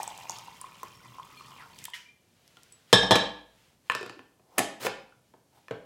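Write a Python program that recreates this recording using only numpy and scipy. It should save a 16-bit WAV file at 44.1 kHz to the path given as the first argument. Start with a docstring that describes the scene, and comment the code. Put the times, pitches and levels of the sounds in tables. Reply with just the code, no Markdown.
"""We hear a thick drink gurgle from a glass flask into a jar: the note of the air above it mostly climbs, then sinks.
The drink slaps back down the neck; the flask is set on a stone counter, edge first, then flat, and rings.
A plastic lid drops on the jar, rocks, is pressed down, turned and seated, all in a hard-walled kitchen.
Solid things and enclosed air are mostly fading tones; splashes, rubs, cloth and echoes are shaped noise or tiny grains."""
import sys
import numpy as np
from scipy import signal
from scipy.fft import rfft, irfft, next_fast_len
from scipy.io import wavfile

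SR = 44100
rng = np.random.default_rng(int(sys.argv[2]) if len(sys.argv) > 2 else 0)


def master(y):
    """Save y as 16-bit WAV."""
    cut = np.clip(np.atleast_2d(y).T, -1, 1)
    pcm = np.round(cut * 32767)  # scale
    wavfile.write(sys.argv[1], SR, pcm.astype(np.int16))


N = 257984   # length of the scene in samples
TIME = np.arange(N) / SR
AGE = TIME[:SR]   # the second that follows a blow
STREAM_END_S = 1.83

# Note of the air in the jar above the liquid: (time [s], pitch [Hz])
AIR_COLUMN = [(0, 848), (.25, 905), (.48, 956), (.64, 1058), (1.19, 1042), (1.38, 1145), (1.65, 980),
              (1.9, 970)]
# Force of the stream, before each layer's trim: (time [s], level deep in the jar [dB], level at the surface [dB])
FLOW = [(0, -49, -46.5), (.15, -50.5, -53.5), (.32, -49, -49.5), (.53, -57, -57.5), (.72, -54, -56),
        (.95, -63.5, -58.5), (1.2, -56.5, -59.5), (1.45, -53.5, -56.5), (1.7, -56, -61), (1.83, -69, -52)]


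def from_db(db):
    """Turn decibels into a gain."""
    return 10 ** (np.asarray(db) / 20)


def rms_one(x):
    """Scale to an rms (average strength) of one."""
    return x / np.sqrt(np.mean(x ** 2) + 1e-20)


def at_level(x, db):
    """Give a short sound the energy of 10 ms at this rms level."""
    return from_db(db) * x / np.sqrt(np.sum(x ** 2) / (SR / 100) + 1e-20)


def in_time(rows):
    """Draw each column of a timed table as a curve with a value at every sample."""
    seconds, *columns = np.transpose(rows)
    return [np.interp(TIME, seconds, column) for column in columns]


def at_hz(points, hz):
    """Read a spectrum between its points, on a log-frequency axis."""
    point_hz, point_db = np.array(points)[:, 0], np.array(points)[:, 1]
    return np.interp(np.log(hz), np.log(point_hz), point_db)


def add(track, s, sound):
    """Mix a sound in at time s, in seconds."""
    start = max(0, round(s * SR))
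    track[start:start + len(sound)] += sound[:N - start]


def butter(x, hz, kind, order=2):
    """Filter forward in time with a smooth (Butterworth) response."""
    sos = signal.butter(order, np.clip(hz, 10, .45 * SR), kind, fs=SR, output="sos")
    return signal.sosfilt(sos, x + 1e-18)


def bands(size):
    """Half-octave bands of noise as (centre Hz, samples); neighbours are unrelated."""
    edges = 22 * 2 ** np.arange(0, 10, .5)
    white = rng.standard_normal((2, size + SR // 4))   # the extra start lets the filters settle
    out = []
    for k, (low, high) in enumerate(zip(edges, edges[1:])):
        out.append((np.sqrt(low * high), butter(white[k % 2], [low, high], "band")[-size:]))
    return out


def drift(rate):
    """A slow random wander of rms one, with this many new values a second."""
    knots = rng.standard_normal(4096)
    return rms_one(np.interp(TIME * rate, np.arange(len(knots)), knots))


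def hiss(spectrum):
    """Steady noise coloured by a spectrum."""
    size = next_fast_len(N)
    hz = np.maximum(np.arange(size // 2 + 1) * SR / size, 1)
    white = rfft(rng.standard_normal(size))
    return rms_one(irfft(white * from_db(at_hz(spectrum, hz)), size)[:N])


def clicks(per_s, spread_db):
    """Single-sample clicks at random times; a wider spread makes their sizes less even."""
    out = np.zeros(N)
    at = np.flatnonzero(rng.random(N) < per_s / SR)
    sizes = from_db(spread_db * np.minimum(rng.exponential(1, N)[at], 4))
    out[at] = sizes * rng.choice([-1, 1], N)[at]
    return out


def mode(hz, t60):
    """One ringing tone, a sine that fades by 60 dB in t60 seconds."""
    out = np.zeros(len(AGE))
    age = AGE[:int(2 * max(t60, .001) * SR)]
    out[:len(age)] = np.sin(2 * np.pi * hz * age) * np.exp(-np.log(1000) * age / max(t60, .0002))
    return out


def burst(length):
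    """Noise of a contact, falling 30 dB in its length in seconds."""
    return rng.standard_normal(SR // 5) * from_db(-30 * AGE[:SR // 5] / max(length, .0005))


def spatter(hz, octaves, length):
    """A brief wet burst of noise round one pitch."""
    edges = hz * 2 ** (np.array([-.5, .5]) * max(octaves, .02))
    noise = butter(burst(length), edges, "band", order=1)
    return butter(noise, hz / 2, "high")


def grains(spectrum, per_s, spread_db, cycles, count=24):
    """Tiny bubbles or slips, each ringing a few cycles at one of a set of pitches."""
    train, out = clicks(per_s, spread_db), np.zeros(N)
    pitch_number = rng.integers(0, count, N)
    at = np.flatnonzero(train)
    for k, hz in enumerate(np.geomspace(spectrum[0][0], min(spectrum[-1][0], SR / 3), count)):
        own = at[pitch_number[at] == k]
        ring = mode(hz, cycles / hz)[:int(cycles / hz * SR) + 2]
        gain = from_db(at_hz(spectrum, hz)) * hz   # high grains are shorter and wider
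        places = own[:, None] + np.arange(len(ring))
        values = np.outer(train[own], gain * ring)
        out += np.bincount(places.ravel(), values.ravel(), N)[:N]
    return rms_one(butter(out, spectrum[0][0], "high"))


def swelling_notes(rows, swell_s):
    """Each note is a sine that swells briefly and rings out."""
    out = np.zeros(N)
    for s, hz, db, t60 in rows:
        add(out, s, at_level(mode(hz, t60) * (1 - np.exp(-AGE / swell_s)), db))
    return out


def still_room():
    """The quiet room is a steady low noise."""
    # Colour of the still room: (frequency [Hz], relative level [dB per Hz])
    room_noise = [(25, -12), (50, -7), (130, 3), (250, -3), (500, -6.5), (900, -12), (1500, -20.5),
                  (3000, -20), (6000, -19.5), (12000, -23), (16000, -30)]
    return from_db(-68) * hiss(room_noise)


def kitchen(x, build_s):
    """Dense reflections from stone and cabinets build up quickly and die sooner in the treble."""
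    # Time the echoes take to fade by 60 dB: (frequency [Hz], fading time [s])
    fading_times = [(60, 0.34), (200, 0.44), (560, 0.51), (1500, 0.48), (4000, 0.46), (10000, 0.29),
                    (16000, 0.13)]
    # Colour of the echoes: (frequency [Hz], relative level [dB])
    echo_colour = [(50, 3.5), (200, -1), (1000, -1), (4000, 0.5), (8000, -4), (15000, -10.5)]
    tail = np.zeros(SR)
    for hz, noise in bands(SR):
        tail += noise * from_db(at_hz(echo_colour, hz) - 60 * AGE / at_hz(fading_times, hz))
    tail = tail * (1 - np.exp(-(AGE / build_s) ** 2))
    midrange_gain = np.sqrt(np.mean(np.abs(rfft(tail)[200:4000]) ** 2))   # one bin per Hz
    return signal.fftconvolve(x, tail / midrange_gain)[:N]


def sleeves():
    """Cloth brushes, its noise swelling and fading with each movement of an arm."""
    # Arm movements: (middle [s], half length [s], level [dB])
    brushes = [(2.643, 0.35, -65), (2.921, 0.033, -62), (3.624, 0.14, -66), (3.881, .04, -65.5),
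               (5.279, 0.054, -75), (5.631, .12, -72)]
    # Colour of the cloth: (frequency [Hz], relative level [dB per Hz])
    cloth_colour = [(200, -6.5), (1000, -2), (3000, 0), (7000, -8.5), (15000, -17)]
    swells = sum(from_db(db) * np.exp(-((TIME - s) / half) ** 2) for s, half, db in brushes)
    return hiss(cloth_colour) * swells


def thud(under_jar, dense_db):
    """The counter answers a blow with its main tones over a dull rush of crowded ones."""
    # Tones of the counter and the cabinet below:
    # (pitch [Hz], relative level under the flask [dB], the same under the jar [dB], t60 [s])
    counter_modes = [(53, -27, -35.5, 0.98), (102, -12, -10, 0.22), (136, -9.5, -3, .08),
                     (186.6, -7, -12.5, 0.28), (221, -2, -1.5, 0.084), (296, -8.5, -1.5, 0.23),
                     (396, -6.5, 5.5, 0.064), (483.6, 2.5, 8, 0.072), (521, -5, -9.5, 0.05),
                     (601.6, 1, -9.5, 0.021), (653, 4, 5.5, 0.047), (809, 1, 2, 0.06),
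                     (896, 2.5, -12.5, 0.071), (1038, 1, 4.5, 0.042), (1122, -2, -8.5, 0.07)]
    tones = np.zeros(len(AGE))
    for k, (hz, flask_db, jar_db, t60) in enumerate(counter_modes):
        tones += (-1) ** k * from_db(jar_db if under_jar else flask_db) * mode(hz, t60)
    out = at_level(tones, 0)
    add(out, 0, at_level(butter(burst(length=0.013), [170, 1000], "band"), dense_db))
    return out


def thread():
    """The turning lid sticks and slips on the glass thread, and the jar groans along."""
    # Turns of the lid: (start [s], length [s], final rasp level [dB], final groan level [dB])
    turns = [(4.387, 0.21, -60, -52.5), (4.787, 0.08, -33, -49), (5.505, 0.081, -66.5, -62.5)]
    # Colour of the rasp: (frequency [Hz], relative level [dB per Hz])
    rasp_colour = [(150, -13), (700, -1), (1800, 0.5), (3000, -3), (5000, 0), (9000, -12), (15000, -17)]
    # Colour of the groan: (frequency [Hz], relative level [dB per Hz])
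    groan_colour = [(80, -20), (200, -7), (500, -3.5), (850, 3.5), (1200, -7), (2500, -30.5)]
    tighten_db_per_s, attack_s, release_s = 152, 0.026, 0.0072
    rasp = grains(rasp_colour, per_s=3800, spread_db=0.0, cycles=1.1)
    groan = hiss(groan_colour)
    out = np.zeros(N)
    for s, length, rasp_db, groan_db in turns:
        left = s + length - TIME   # seconds until the turn ends
        grip = np.clip((TIME - s) / attack_s, 0, 1) ** 2 * np.exp(np.minimum(left, 0) / release_s)
        tightening = from_db(-tighten_db_per_s * np.maximum(left, 0))   # louder as the thread tightens
        out += grip * tightening * (from_db(rasp_db) * rasp + from_db(groan_db) * groan)
    return out


def lid_and_counter_notes():
    """Short low notes of the lid rocking and of the counter under its knocks, each with a t60 of 19 cycles."""
    # Notes of the lid and the counter: (time [s], pitch [Hz], level [dB])
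    short_notes = [(4.01, 410, -35.5), (4.029, 361, -43.5), (4.096, 320, -46.5), (4.168, 322, -48.5),
                   (4.191, 256, -51), (4.585, 251, -30.5), (4.602, 702, -25.5), (4.849, 438, -29.5),
                   (4.867, 511, -29.5), (5.123, 1434, -59.5), (5.338, 883, -57), (5.709, 456, -32)]
    return swelling_notes([(s, hz, db, 19 / hz) for s, hz, db in short_notes], swell_s=0.0035)


def lid():
    """The lid clacks and ticks on glass and pushes the jar on the counter: (direct, sent to the room)."""
    # Lid against jar; the harder the contact, the higher and louder its tick:
    # (time [s], clack level [dB], thud level [dB], tick pitch [Hz])
    touches = [(3.8985, -21.5, -40.5, 1300), (3.911, -42, -54, 2785), (3.9191, -34, -52, 3700),
               (3.9499, -31.5, -37, 4670), (4.011, -48, -50, 4490), (4.029, -44, -44.5, 4255),
               (4.062, -46.5, -44.5, 4500), (4.096, -42.5, -49, 3660), (4.192, -48.5, -55.5, 2100),
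               (4.395, -75, -62.5, 2000), (4.5786, -43.5, -30.5, 2480), (4.582, -24.5, -26.5, 10140),
               (4.5855, -30, -27, 8700), (4.5908, -25, -27.5, 8500), (4.847, -44, -36, 6030),
               (4.862, -38, -40, 5000), (4.867, -28, -31.5, 2010), (5.123, -70, -74, 3520),
               (5.338, -74, -55.5, 1980), (5.6826, -46.5, -59, 2200), (5.7095, -54, -31.5, 4400)]
    # Tones of the plastic lid: (pitch [Hz], relative level [dB], t60 [s])
    lid_modes = [(1035, 0, 0.024), (1344, 1.5, 0.0091), (1775, -3.5, 0.04), (2130, -2, 0.0072),
                 (2523, -1, 0.015), (3030, -6.5, 0.011), (4260, -15.5, .008)]
    # The tick's level relative to the clack
    tick_db, tick_db_per_octave, tick_reference_hz = -6.5, 4.5, 4400
    clack_room_db, thud_room_db, tick_room_db = -5.5, 0, 0
    direct, sent = np.zeros(N), np.zeros(N)
    rings = np.array([(-1) ** k * from_db(db) * mode(hz, t60) for k, (hz, db, t60) in enumerate(lid_modes)])
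    for s, clack_db, thud_db, tick_hz in touches:
        weights = from_db(rng.normal(0, 1.4, len(lid_modes)))   # each touch weights the tones anew
        clack = at_level(weights @ rings, clack_db)
        tick = butter(burst(length=0.0082), [tick_hz / 1.9, tick_hz * 1.32], "band", order=1)
        tick = butter(tick, 14000, "low")
        octaves_up = np.log2(tick_hz / tick_reference_hz)
        tick = at_level(tick, clack_db + tick_db + tick_db_per_octave * octaves_up)
        push = at_level(thud(under_jar=True, dense_db=-0.5), thud_db)
        for part, room_db in (clack, clack_room_db), (push, thud_room_db), (tick, tick_room_db):
            add(direct, s, part)
            add(sent, s, part * from_db(room_db))
    return direct, sent


def wall_mode(hz, t60):
    """A struck tone of the glass, its pitch wavering as the drink sloshes inside."""
    slosh_share, slosh_per_s = .008, 70   # typical size as a share of the pitch, new values a second
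    waver = np.interp(AGE * slosh_per_s, np.arange(256), rng.standard_normal(256))
    phase = 2 * np.pi * hz * np.cumsum(1 + slosh_share * waver) / SR
    return np.sin(phase) * np.exp(-np.log(1000) * AGE / t60)


def flask():
    """Glass meets stone: returns (ring of the wall, gritty crack and thud of the counter)."""
    # Flask on the counter, before the trims below and in the mix: (time [s], ring level [dB], thud level [dB],
    # crack level [dB], crack top [Hz], flatness of the landing [0-1])
    landings = [(2.9288, -11.5, -11.5, -16.5, 5967, 0.43), (3.03, -30, -26, -42.5, 3086, 0.3),
                (3.109, -18, -13.5, -20, 2200, 0.84), (3.1167, -22.5, -18.5, -25, 2486, 1),
                (3.156, -24, -19, -22.5, 4060, 1)]
    # Tones of the flask's wall:
    # (pitch [Hz], relative level struck on the edge [dB], the same set down flat [dB], t60 [s])
    glass_modes = [(1633, -2.5, -11, 0.45), (1678, -4, -9, 0.38), (1716, -10, -6, 0.36),
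                   (1824, -8, -2, 0.11), (2425, -20, -5.5, 0.089), (2414, -15.5, -6.5, 0.054),
                   (3122, -2.5, -4, .19), (3228, -7.5, -1.5, 0.29), (3366, -8.5, -3, 0.12),
                   (3506, -2.5, -3, 0.16), (3680, 1.5, -7, 0.26), (3670, -6.5, -3.5, .09),
                   (3860, -4.5, -5, 0.067), (3927, -16, -1, 0.32), (4060, -12, -6.5, .12),
                   (4180, -17, -6, 0.083), (5040, -13, -10, 0.034), (5370, -3, -13, 0.29),
                   (5294, -4, -11, 0.12), (5450, -7, -11.5, 0.058), (6160, -18, -17.5, 0.25),
                   (7000, -17, -19, 0.078), (7960, -15.5, -24, 0.15), (8060, -11, -19.5, 0.24),
                   (9087, -22, -28.5, 0.14), (10250, -23.5, -27, 0.21)]
    ring, blow = np.zeros(N), np.zeros(N)
    tones = [wall_mode(hz, t60) for hz, edge_db, flat_db, t60 in glass_modes]
    for s, ring_db, thud_db, crack_db, top_hz, flat in landings:
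        wall = np.zeros(len(AGE))
        for k, (hz, edge_db, flat_db, t60) in enumerate(glass_modes):
            # the place of contact decides which tones are driven
            wall += (-1) ** k * from_db(np.interp(flat, [0, 1], [edge_db, flat_db])) * tones[k]
        crack = butter(butter(burst(length=0.039), top_hz, "low", order=1), 10000, "low")
        first_touch = butter(butter(burst(length=0.0028), top_hz, "low", order=1), 10500, "low")
        add(ring, s, at_level(wall, ring_db))
        add(blow, s, at_level(thud(under_jar=False, dense_db=-5.0), thud_db))
        add(blow, s, at_level(crack, crack_db - 2.5))
        add(blow, s, at_level(first_touch, crack_db - 3.5))
    return ring, blow


def backwash(count):
    """The flask is righted: ever larger, louder bubbles run along its neck, the drink slaps back, the neck rings."""
    # Air in the flask's neck: (pitch [Hz], relative level [dB], t60 [s])
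    neck_modes = [(985, -16.5, 0.13), (1880, 1, 0.044), (2076, -2, 0.069), (2936, 3.5, 0.037),
                  (3110, -2, 0.05), (3370, -6, 0.069)]
    ebb_start_s, ebb_s, ebb_start_hz, ebb_end_hz = 1.514, .105, 2870, 1420
    ebb_db, ebb_growth_db = -56.5, 8
    slap_s, slap_db = 1.934, -35.5
    out = np.zeros(N)
    for part in np.linspace(0, 1, count):
        hz = ebb_start_hz + (ebb_end_hz - ebb_start_hz) * part
        bubble = at_level(spatter(hz, octaves=0.13, length=.05), ebb_db + ebb_growth_db * part)
        add(out, ebb_start_s + ebb_s * np.sqrt(part), bubble)
    neck = sum((-1) ** k * from_db(db) * mode(hz, t60) for k, (hz, db, t60) in enumerate(neck_modes))
    swell = 1 - np.exp(-AGE / 0.0055)
    add(out, slap_s, at_level(neck * swell, slap_db))
    slap = spatter(hz=2160, octaves=0.93, length=.12)
    spray = spatter(hz=5500, octaves=.66, length=0.2)
    add(out, slap_s, at_level(slap * swell[:len(slap)], db=-40))
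    add(out, slap_s, at_level(spray * swell[:len(spray)], db=-48))
    return out


def drops():
    """Each drop or bursting film is a brief spatter round one pitch; thick clots thump lower and longer."""
    # Films bursting and drops landing: (time [s], pitch [Hz], level [dB], width [octaves])
    landing_drops = [(.031, 8060, -39, 0.3), (0.077, 7840, -39, 0.082), (0.177, 6000, -50, 1.2),
                     (0.2962, 6150, -34.5, 0.18), (.307, 6740, -43, 0.15), (.318, 6650, -45.5, 0.11),
                     (.386, 5200, -47.5, .7), (.614, 8550, -43, 0.13), (.832, 7000, -48.5, 2.6),
                     (1.23, 3300, -54, .15), (1.788, 4400, -49.5, 1.4), (1.841, 7950, -44.5, .8),
                     (1.853, 9050, -38.5, 1.1), (1.855, 2370, -43, 0.68), (1.902, 4520, -57, 3),
                     (2.478, 4260, -60, 1.8), (2.57, 3130, -56.5, 0.39), (2.633, 7100, -57, 1.1),
                     (2.724, 7940, -55.5, .3)]
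    # Thick clots plopping in: (time [s], level [dB])
    plops = [(.297, -54), (.831, -46.5), (2.569, -60.5)]
    out = np.zeros(N)
    for s, hz, db, octaves in landing_drops:
        add(out, s, at_level(spatter(hz, octaves, length=.004), db))
    for s, db in plops:
        thump = butter(spatter(hz=330, octaves=4.4, length=.05), 1240, "low")
        add(out, s, at_level(thump, db))
    return out


def gulps():
    """Air pockets swallowed by the stream ring at the air column's pitch; drips ring at their own."""
    # Gulped air pockets: (time [s], level [dB])
    air_pockets = [(.001, -32), (.031, -38), (.0765, -37), (.112, -42.5), (.255, -44.5), (.2965, -35.5),
                   (.323, -43), (.481, -44.5), (.615, -45), (.642, -41.5), (.831, -36.5), (1.057, -52),
                   (1.184, -42), (1.197, -40), (1.519, -49), (1.604, -51), (1.8822, -45)]
    # Drips that ring clear: (time [s], pitch [Hz], level [dB])
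    clear_drips = [(0.95, 5500, -57.5), (1.372, 2394, -52.5), (1.373, 4270, -55), (2.059, 2360, -53.5),
                   (2.088, 2390, -55), (2.569, 1400, -56.5), (2.721, 7900, -53.5)]
    pocket_t60_s, drip_t60_s = 0.026, 0.12
    pockets = [(s, np.interp(s, *np.transpose(AIR_COLUMN)), db, pocket_t60_s) for s, db in air_pockets]
    drips = [(s, hz, db, drip_t60_s) for s, hz, db in clear_drips]
    return swelling_notes(pockets + drips, swell_s=0.00069)


def blips(per_s, low_hz, high_hz, cycles, rise, level_db):
    """Single bubbles glide upward as they near the surface, louder when the stream splashes more."""
    out, flow_db = np.zeros(N), in_time(FLOW)[1]
    for when, size, strength in rng.random((int(per_s * STREAM_END_S), 3)):
        s = when * STREAM_END_S
        hz = low_hz * (high_hz / low_hz) ** size
        life = AGE[:SR // 10] * hz / cycles   # 1 when the bubble has faded by 60 dB
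        bubble = np.sin(2 * np.pi * cycles * life * (1 + rise * life)) * np.exp(-np.log(1000) * life)
        add(out, s, at_level(bubble, flow_db[int(s * SR)] + level_db + 8 * strength ** 2))
    return out


def air_column(drive, width_hz):
    """The jar's gliding air resonance; two poles in a row keep its skirts steep."""
    turn = np.exp(2j * np.pi * np.cumsum(in_time(AIR_COLUMN)[0]) / SR)
    r = np.exp(-np.pi * width_hz / SR)
    # shift the gliding pitch down to zero, filter there, then shift back up
    filtered = signal.lfilter([1], [1, -2 * r, r * r], drive / turn)
    return rms_one((filtered * turn).real)


def stream():
    """The falling liquid drums on the surface, stirs the air column and whips up fine bubbles."""
    # Colour of the splash: (frequency [Hz], relative level [dB per Hz])
    splash_colour = [(600, -7), (1200, -15), (1800, 5), (2900, 10), (4200, -1), (5500, 1), (9000, -31)]
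    # Colour of the fizz: (frequency [Hz], relative level [dB per Hz])
    fizz_colour = [(3000, -4), (5000, -5.5), (7000, -2.5), (10000, -9.5), (15000, -11)]
    # Colour of the low drumming: (frequency [Hz], relative level [dB per Hz])
    drumming_colour = [(30, 7.5), (70, -9), (120, 4.5), (200, 1), (320, -4), (600, -9.5), (1000, -28)]
    gurgle_db, splash_db, fizz_db = -2, -3.5, -6   # gurgle relative to the deep level, others to the surface
    drumming_db, release_s = -61, 0.082   # the drumming is steady while the stream runs
    deep_db, surface_db = in_time(FLOW)
    stirring = clicks(per_s=320, spread_db=3.5)
    gurgle = from_db(deep_db + gurgle_db) * air_column(stirring, width_hz=310)
    surge = from_db(surface_db + 1.05 * drift(rate=30))   # the stream ebbs and swells
    splash = from_db(splash_db) * grains(splash_colour, per_s=1800, spread_db=3.0, cycles=39)
    fizz = from_db(fizz_db) * grains(fizz_colour, per_s=3900, spread_db=4.5, cycles=8.9)
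    drumming = from_db(drumming_db) * hiss(drumming_colour)
    flowing = np.clip(1 - (TIME - STREAM_END_S) / release_s, 0, 1)
    return flowing * (gurgle + surge * (splash + fizz) + drumming)


def scene():
    """Mix pouring, flask and lid, each with its share of the room, over the quiet background."""
    background = still_room() + sleeves()
    knocks, knocks_sent = lid()
    low_notes = lid_and_counter_notes()
    rub = thread()
    ring, blow = flask()
    bubbles = blips(per_s=40, low_hz=952, high_hz=5500, cycles=91, rise=0.16, level_db=-8.5)
    liquid = stream() + bubbles + gulps() + drops() + backwash(count=6)
    direct = liquid + from_db(0.64) * ring + blow + knocks + low_notes + rub
    sent = from_db(-5.5) * (liquid + low_notes) + knocks_sent
    sent += from_db(-3.0) * ring + from_db(-1.86) * blow + from_db(-3.0) * rub
    return (direct + kitchen(sent, build_s=0.0011) + background)[None]


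def record(dry):
    """The microphone drops the deepest bass, peaks beyond full scale are clipped and the top is cut."""
    heard = np.clip(butter(dry, 49, "high", order=4), -1, 1)
    top_cut = signal.ellip(10, .1, 80, 16200, fs=SR, output="sos")   # steep cut above 16200 Hz
    return signal.sosfilt(top_cut, heard)


dry = scene()
out = record(dry)
master(out)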